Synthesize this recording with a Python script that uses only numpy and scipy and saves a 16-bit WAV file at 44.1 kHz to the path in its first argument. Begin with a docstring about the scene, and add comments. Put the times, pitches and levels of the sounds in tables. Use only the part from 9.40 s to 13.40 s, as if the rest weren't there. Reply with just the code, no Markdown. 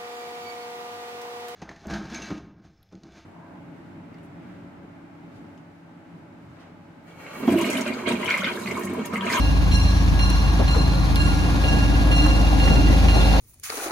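"""A small six-cylinder diesel locomotive rolls slowly closer across an open yard, ringing its bell.
The exhaust drones and rumbles, valves clatter and air hisses in time with the firings, and the hood hums.
The wheels swell into a roar, with knocks, ticks and two brief squeaks. A clapper strikes the bell twice
a second; it arrives directly, slightly raised by the motion, and as echoes from all around, each with
its own Doppler shift."""
import sys
import numpy as np
from scipy import signal
from scipy.fft import rfft, irfft
from scipy.io import wavfile
from scipy.ndimage import uniform_filter1d, map_coordinates

SR = 44100
rng = np.random.default_rng(int(sys.argv[2]) if len(sys.argv) > 2 else 0)


def store_pcm(level_fs):
    """Save levels as 16-bit WAV."""
    pcm = np.round(np.clip(level_fs, -1, 1) * 32767).astype(np.int16)
    wavfile.write(sys.argv[1], SR, np.atleast_2d(pcm).T)


N = 176400

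CYCLE_HZ, CYLINDERS = 8.78, 6  # each cylinder fires once a cycle
MACH = 3.0 / 343  # speed of approach over speed of sound
# tones of the uneven cylinders (multiple of the cycle rate, relative level [dB])
EXHAUST_ORDERS = [(5, -30), (7, -27), (8, -13.5), (9, -8.5), (10, -37), (11, -23.5), (12, -14.5),
                  (13, -18.5), (15, -17), (17, -23), (18, -19.5), (19, -27.5), (21, -17), (31, -19.5),
                  (33, -26.5), (34, -24.5)]
# fader rides of the engine and wheel layers (time [s], level [dB])
DRONE_FADER = [(0, -19), (.9, -17.5), (1.6, -19.5), (2.1, -21), (2.4, -19), (2.7, -16.5), (3.3, -16.5),
               (4, -15)]
RUMBLE_FADER = [(0, -25.5), (.25, -26.5), (.35, -23.5), (.52, -28), (.72, -24.5), (.95, -26), (1.7, -26.5),
                (2.4, -22.5), (3.05, -24.5), (3.35, -19.5), (3.65, -21.5), (4, -22.3)]
CLATTER_FADER = [(0, -38.5), (1.1, -35), (2.0, -36.5), (3, -37.5), (4, -42)]
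HISS_FADER = [(0, -37), (1.6, -36.5), (2.2, -35), (2.8, -34.5), (3.5, -32.5), (4, -31)]
HOOD_FADER = [(0, -31), (.6, -38), (1.1, -44), (1.6, -38), (1.9, -30), (2.4, -31), (2.62, -34.5),
              (2.9, -24.5), (3.2, -33), (3.5, -26.5), (4, -54)]
WHEEL_FADER = [(0, -39.5), (1.0, -39), (2.0, -36), (2.8, -31.5), (3.5, -31), (4, -28)]
# tone colours of the noise layers (frequency [Hz], relative level [dB])
RUMBLE_EQ = [(20, -17), (40, -13), (70, 3.5), (110, -1), (165, -1), (230, -6), (290, -6.5), (350, -10.5),
             (450, -19.5)]
CLATTER_EQ = [(400, -9.5), (600, -6.5), (850, -2.5), (1130, 1.5), (1400, -15), (1800, -10), (2300, -54)]
HISS_EQ = [(1400, 5.5), (2000, 3.5), (2500, 8), (3100, 1.5), (3800, 4), (4500, 2.5), (5200, -2), (6500, -4),
           (7900, -14), (9200, -9), (11000, -11.5), (12500, -15), (14500, -27)]
WHEEL_EQ = [(220, -36), (370, -7), (470, -0.5), (560, 2.5), (800, 3), (1000, -3.5), (1200, -8), (1400, -21)]
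# modes of the engine hood (frequency [Hz], relative level [dB])
HOOD_RESONANCES = [(272, -5), (296, 0)]
# modes of the frame and gears (frequency [Hz], width [Hz], level against the wheel roar [dB])
FRAME_MODES = [(534.2, 23, -10), (698.5, 26, -14), (770, 10.7, -9.5), (852, 8.6, -11.5), (1077, 10, -15.5),
               (1987, 12, -22)]
# bell partials (frequency [Hz])
PARTIAL_HZ = [763, 1403, 1650, 2766, 4152, 5707, 7365, 9170, 11010]
# ring of each partial (level [dB], main decay to -60 dB [s])
PARTIAL_RING = [(-49, 2.7), (-47, 5.1), (-42.5, 5.7), (-29, 1.1), (-30.5, 0.79), (-37.5, 1.17),
                (-42.5, 0.87), (-45, 0.82), (-48.5, 0.84)]
# which of a blow's four levels drives each partial (index)
PARTIAL_BAND = [0, 0, 0, 1, 2, 2, 3, 3, 3]
# clapper blows (time [s], low partials [dB], strike note [dB], clang [dB], top partials [dB])
BELL_BLOWS = [(-.17, -.5, -4, -3.5, -7), (.312, -5, -6, -1.2, -3.5), (.79, 1, -4.5, -2.5, -5.5),
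              (1.275, 0, -7, -2.8, -6), (1.757, 4.5, -5.5, -6, -2.5), (2.236, 2.5, -4, -7.5, -7),
              (2.712, 1.5, 0, -3, -1.5), (3.195, 2, -3.5, -5, -6), (3.683, -3, -2, -5.5, -3.5)]
# the ground reflection thins the direct bell in places (frequency [Hz], gain [dB])
GROUND_EQ = [(760, -5), (1400, 3), (1650, -1), (2780, 4), (4200, 0), (5750, -6), (9200, 0)]
# colour of the echoes from behind the locomotive (frequency [Hz], gain [dB])
BEHIND_EQ = [(1600, -1), (2800, 0), (4200, 1), (9000, -3.5)]
# sharp ticks (time [s], level [dB], centre [Hz])
TICK_HITS = [(.902, -28, 9000), (1.758, -20, 4040), (1.758, -25, 9500), (2.866, -31, 7000),
             (3.404, -36, 4770)]
# running-gear knocks and wheel squeaks (time [s], level [dB], centre [Hz], decay [s])
GEAR_KNOCKS = [(1.193, -25, 456, 0.019), (1.199, -24.5, 290, 0.024), (1.346, -26, 865, 0.01),
               (1.355, -24, 356, 0.027), (2.244, -28, 477, 0.0089), (2.335, -24, 270, 0.018),
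               (2.858, -24, 864, 0.0099), (3.275, -25.5, 1501, 0.0087), (3.27, -21.5, 183, 0.065),
               (3.28, -32, 380, 0.056), (3.495, -27, 490, 0.039), (3.744, -23.5, 295, 0.048),
               (3.955, -30.5, 750, .015)]
WHEEL_SQUEAKS = [(3.47, -40, 1964, 0.061), (3.799, -35, 3560, 0.026)]
# stereo direction (frequency [Hz], phase lead of the left [rad])
LEFT_LEAD = [(0, 0), (50, .15), (80, .15), (120, -.3), (300, 0), (400, .2), (530, 1.1), (700, 1.1),
             (850, 1.45), (1100, 1.3), (1400, 2.4), (1650, 1.3), (2400, 2.7), (2800, 3.2), (3300, 5.3),
             (3800, 5.9), (4200, 5.8), (4700, 7.2), (6500, 6.3), (7400, 8.3), (9200, 7.7), (10400, 6.3),
             (15000, 6.3)]
# stereo balance (frequency [Hz], left minus right [dB])
BALANCE = [(50, -0.8), (110, 2), (280, 0), (520, 3), (750, 5), (1100, 6), (1400, 1), (1700, -1),
           (2300, -1.5), (2800, -4.5), (3500, 0), (4200, 0.5), (5700, 2), (7400, 3), (9200, -1.5),
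           (11000, -0.5)]
# likeness of left and right (frequency [Hz], coherence [0-1])
COHERENCE = [(40, 0.49), (80, 0.86), (130, 0.24), (250, 0.61), (300, 0.81), (400, 0.15), (530, 0.57),
             (780, 0.56), (1100, 0.37), (1600, 0.16), (2000, 0.29), (2700, 0.72), (3300, 0.32),
             (4000, 0.53), (5200, 0.021), (7400, 0.89), (9200, 0.069), (11000, 0.96)]

TIME, FREQS = np.arange(N) / SR, np.fft.rfftfreq(N, 1 / SR)


def undb(db):
    """Decibels to gain."""
    return 10 ** (np.asarray(db) / 20)


def unit(x):
    """Scale to rms 1."""
    return x / np.sqrt(np.mean(x ** 2))


def fader(rows):
    """Gain over time from (time [s], level [dB]) points."""
    return undb(np.interp(TIME, *np.array(rows, float).T))


def per_bin(rows):
    """Read (frequency [Hz], value) points on a log-frequency axis."""
    hz, value = np.array(rows, float).T
    return np.interp(np.log(FREQS + 1), np.log(hz + 1), value)


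def eq(rows):
    """EQ curve that rolls off steeply past its ends."""
    f = FREQS + 1
    return undb(per_bin(rows)) * np.minimum(1, np.minimum(f / rows[0][0], rows[-1][0] / f)) ** 4


def band(hz, width_hz):
    """Response of two like resonances in series."""
    f = FREQS + 1
    return 1 / (1 + 1j * (f / hz - hz / f) * hz / width_hz) ** 2


def shaped(x, response):
    """Filter a sound and scale it to rms 1."""
    return unit(irfft(rfft(x) * response, N))


def drift(rate_hz):
    """Smooth random motion with rms 1."""
    hold = int(SR / rate_hz)
    steps = np.repeat(rng.standard_normal(1024), hold)[:N]
    return unit(uniform_filter1d(uniform_filter1d(steps, hold), hold))


def burst(start, decay_s):
    """Quick attack, exponential tail."""
    age = np.maximum(TIME - start, 0) / decay_s
    return 2 * np.exp(-age) * (1 - np.exp(-4 * age))


def placed(x):
    """Sound from the locomotive's side reaches the left first."""
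    lead = np.interp(FREQS, *np.array(LEFT_LEAD, float).T)
    return irfft(rfft(x) * np.exp(.5j * np.array([lead, -lead])), N)


def yard_noise():
    """Stereo white noise, partly direct and partly scattered by the yard."""
    alike = per_bin(COHERENCE)
    noise = rfft(rng.standard_normal((3, N)))
    return placed(irfft(noise[0] * np.sqrt(alike) + noise[1:] * np.sqrt(1 - alike), N))


def throb(cycle, depth):
    """Gain that pulses with each firing and each turn of the crank."""
    return unit((1 + depth * np.cos(CYLINDERS * cycle)) * (1 + .12 * np.cos(2 * cycle)))


def exhaust_drone(cycle):
    """The firing tone, thickened by the tones of the uneven cylinders."""
    tones = fader(DRONE_FADER) * np.cos(CYLINDERS * cycle)
    for order, db in EXHAUST_ORDERS:
        phase = order * cycle + rng.uniform(0, 2 * np.pi)
        scatter = .58 * np.array([drift(2.92), drift(2.96)])  # reflections shift each side differently
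        tones = tones + undb(db - 18 + 2 * drift(3)) * np.cos(phase + scatter)
    return placed(np.sqrt(2) * tones)


def exhaust_rumble(cycle):
    """Low exhaust noise puffs with the firings and lopes by about a decibel."""
    rumble = shaped(yard_noise(), eq(RUMBLE_EQ)) * fader(RUMBLE_FADER)
    return rumble * throb(cycle, depth=.3) * undb(drift(20))


def valve_clatter(cycle, repeat_share=.57):
    """Part of the valve noise comes back alike in every engine cycle; the rest is fresh."""
    loop_index = (cycle / (2 * np.pi) % 1 * SR / CYCLE_HZ).astype(int)
    looped = np.sqrt(repeat_share) * yard_noise()[:, loop_index]
    valves = looped + np.sqrt(1 - repeat_share) * yard_noise()
    return shaped(valves, eq(CLATTER_EQ)) * fader(CLATTER_FADER) * throb(cycle, depth=.1)


def air_hiss(cycle, noise):
    """Air hisses, flickering and pulsing lightly with the firings."""
    hiss = shaped(noise, eq(HISS_EQ)) * fader(HISS_FADER)
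    return hiss * throb(cycle, depth=.06) * undb(.44 * drift(14))


def hood_hum(shake):
    """Two close modes of the shaken engine hood beat against each other."""
    modes = sum(undb(db) * band(hz, width_hz=18.7) for hz, db in HOOD_RESONANCES)
    return shaped(shake, modes) * fader(HOOD_FADER)


def wheel_roar(shake):
    """The wheels roar and jolt, and the frame and gears ring along."""
    frame = sum(undb(db) * shaped(shake, band(hz, width)) for hz, width, db in FRAME_MODES)
    roar = shaped(yard_noise(), eq(WHEEL_EQ))
    return (roar + frame) * fader(WHEEL_FADER) * undb(1.2 * drift(45))


def bell_ring(clock):
    """Each blow adds a fresh set of shimmering partials, which bite, fade and ring on."""
    ring, shimmer = np.zeros(len(clock)), drift(200)
    age = np.arange(2 * SR) / SR
    attack = (1 - np.exp(-age / .0022)) * (1 + .37 * np.exp(-age / .023))  # fast rise, brief bite
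    for hz, (db, t60), group in zip(PARTIAL_HZ, PARTIAL_RING, PARTIAL_BAND):
        loss = np.log(1000) * age / t60
        tail = .8 * np.exp(-loss) + .2 * np.exp(-loss / 4.7)  # a weakly radiating twin rings longer
        partial = np.zeros(len(clock) + len(age))
        for start, *force_db in BELL_BLOWS:
            first = np.searchsorted(clock, start * (1 + MACH))
            flutter = .18 * hz / 4152 * np.roll(shimmer, rng.integers(N))  # deeper on high partials
            phase = 2 * np.pi * (hz * age + rng.random()) + flutter[-len(age):]
            envelope = undb(db + force_db[group]) * attack * tail * (1 + flutter[:len(age)])
            partial[first:first + len(age)] += envelope * np.sin(phase)
        ring += np.sqrt(2) * partial[:len(clock)]
    return ring


def bell_in_yard(echo_count=24, oversample=4):
    """The approach raises the direct bell; echoes from behind are lowered and beat against it."""
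    clock = np.arange(-SR, N + SR // 2) / SR  # starts 1 s early
    ring = signal.resample_poly(bell_ring(clock), oversample, 1)

    def path(lag_s, facing):
        """The bell along one path of wavering length; facing is 1 ahead, -1 behind."""
        sent = TIME * (1 + facing * MACH) - lag_s + .00005 * drift(12)
        return map_coordinates(ring, [(sent + 1) * SR * oversample], order=1)

    echoes, power = np.zeros((2, 2, N)), 0  # ahead or behind, mid or side
    for k, (distance, angle) in enumerate(rng.random((echo_count, 2))):
        facing = 1 - 2 * (k + angle) / echo_count
        lag_s = .008 + .22 * distance + (facing - 1) * MACH
        gain = undb(-17.5 * distance)
        echoes[int(facing < 0), k % 2] += gain * path(lag_s, facing)
        power += gain ** 2
    alike = per_bin(COHERENCE)
    spread = np.sqrt(np.array([1 + alike, 1 - alike]) / power)
    ahead, behind = rfft(echoes)
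    mid, side = (ahead + behind * undb(per_bin(BEHIND_EQ))) * spread * undb(.5)
    direct = rfft(path(0, facing=.99)) * undb(per_bin(GROUND_EQ) - 3)
    return placed(irfft(direct + np.array([mid + side, mid - side]), N))


def clapper_clank():
    """The clapper lands on the bell with a short metallic clank."""
    hits = sum(burst(start, decay_s=.014) for start, *_ in BELL_BLOWS)
    return shaped(yard_noise(), band(2480, width_hz=1700)) * undb(-34) * hits


def ticks(grit):
    """A few tiny, bright snaps."""
    return sum(shaped(grit, band(hz, .75 * hz)) * undb(db) * burst(start, decay_s=.0009)
               for start, db, hz in TICK_HITS)


def gear_knocks(grit):
    """The running gear knocks in dull, broad thuds."""
    return sum(shaped(grit, band(hz, 1.03 * hz)) * undb(db) * burst(start, decay_s)
               for start, db, hz, decay_s in GEAR_KNOCKS)


def wheel_squeaks(grit):
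    """The wheels squeak briefly, each time in one narrow band."""
    return sum(shaped(grit, band(hz, width_hz=110)) * undb(db) * burst(start, decay_s)
               for start, db, hz, decay_s in WHEEL_SQUEAKS)


def scene():
    """Engine, wheels, bell and small hits, mixed and panned by frequency."""
    cycle = 2 * np.pi * np.cumsum(CYCLE_HZ * (1 + .003003 * drift(3.003))) / SR  # engine phase [rad]
    mix = exhaust_drone(cycle) + exhaust_rumble(cycle) + valve_clatter(cycle)
    shake = yard_noise()
    mix += air_hiss(cycle, shake) + hood_hum(shake) + wheel_roar(shake)
    mix += bell_in_yard() + clapper_clank()
    grit = yard_noise()
    mix += ticks(grit) + gear_knocks(grit) + wheel_squeaks(grit)
    pan_db = per_bin(BALANCE)
    return irfft(rfft(mix) * undb(np.array([pan_db, -pan_db]) / 2), N)


def record(dry):
    """A steep high cut at 14.5 kHz."""
    return signal.sosfilt(signal.ellip(8, .2, 80, 14500, fs=SR, output="sos"), dry)


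dry = scene()
out = record(dry)
store_pcm(out)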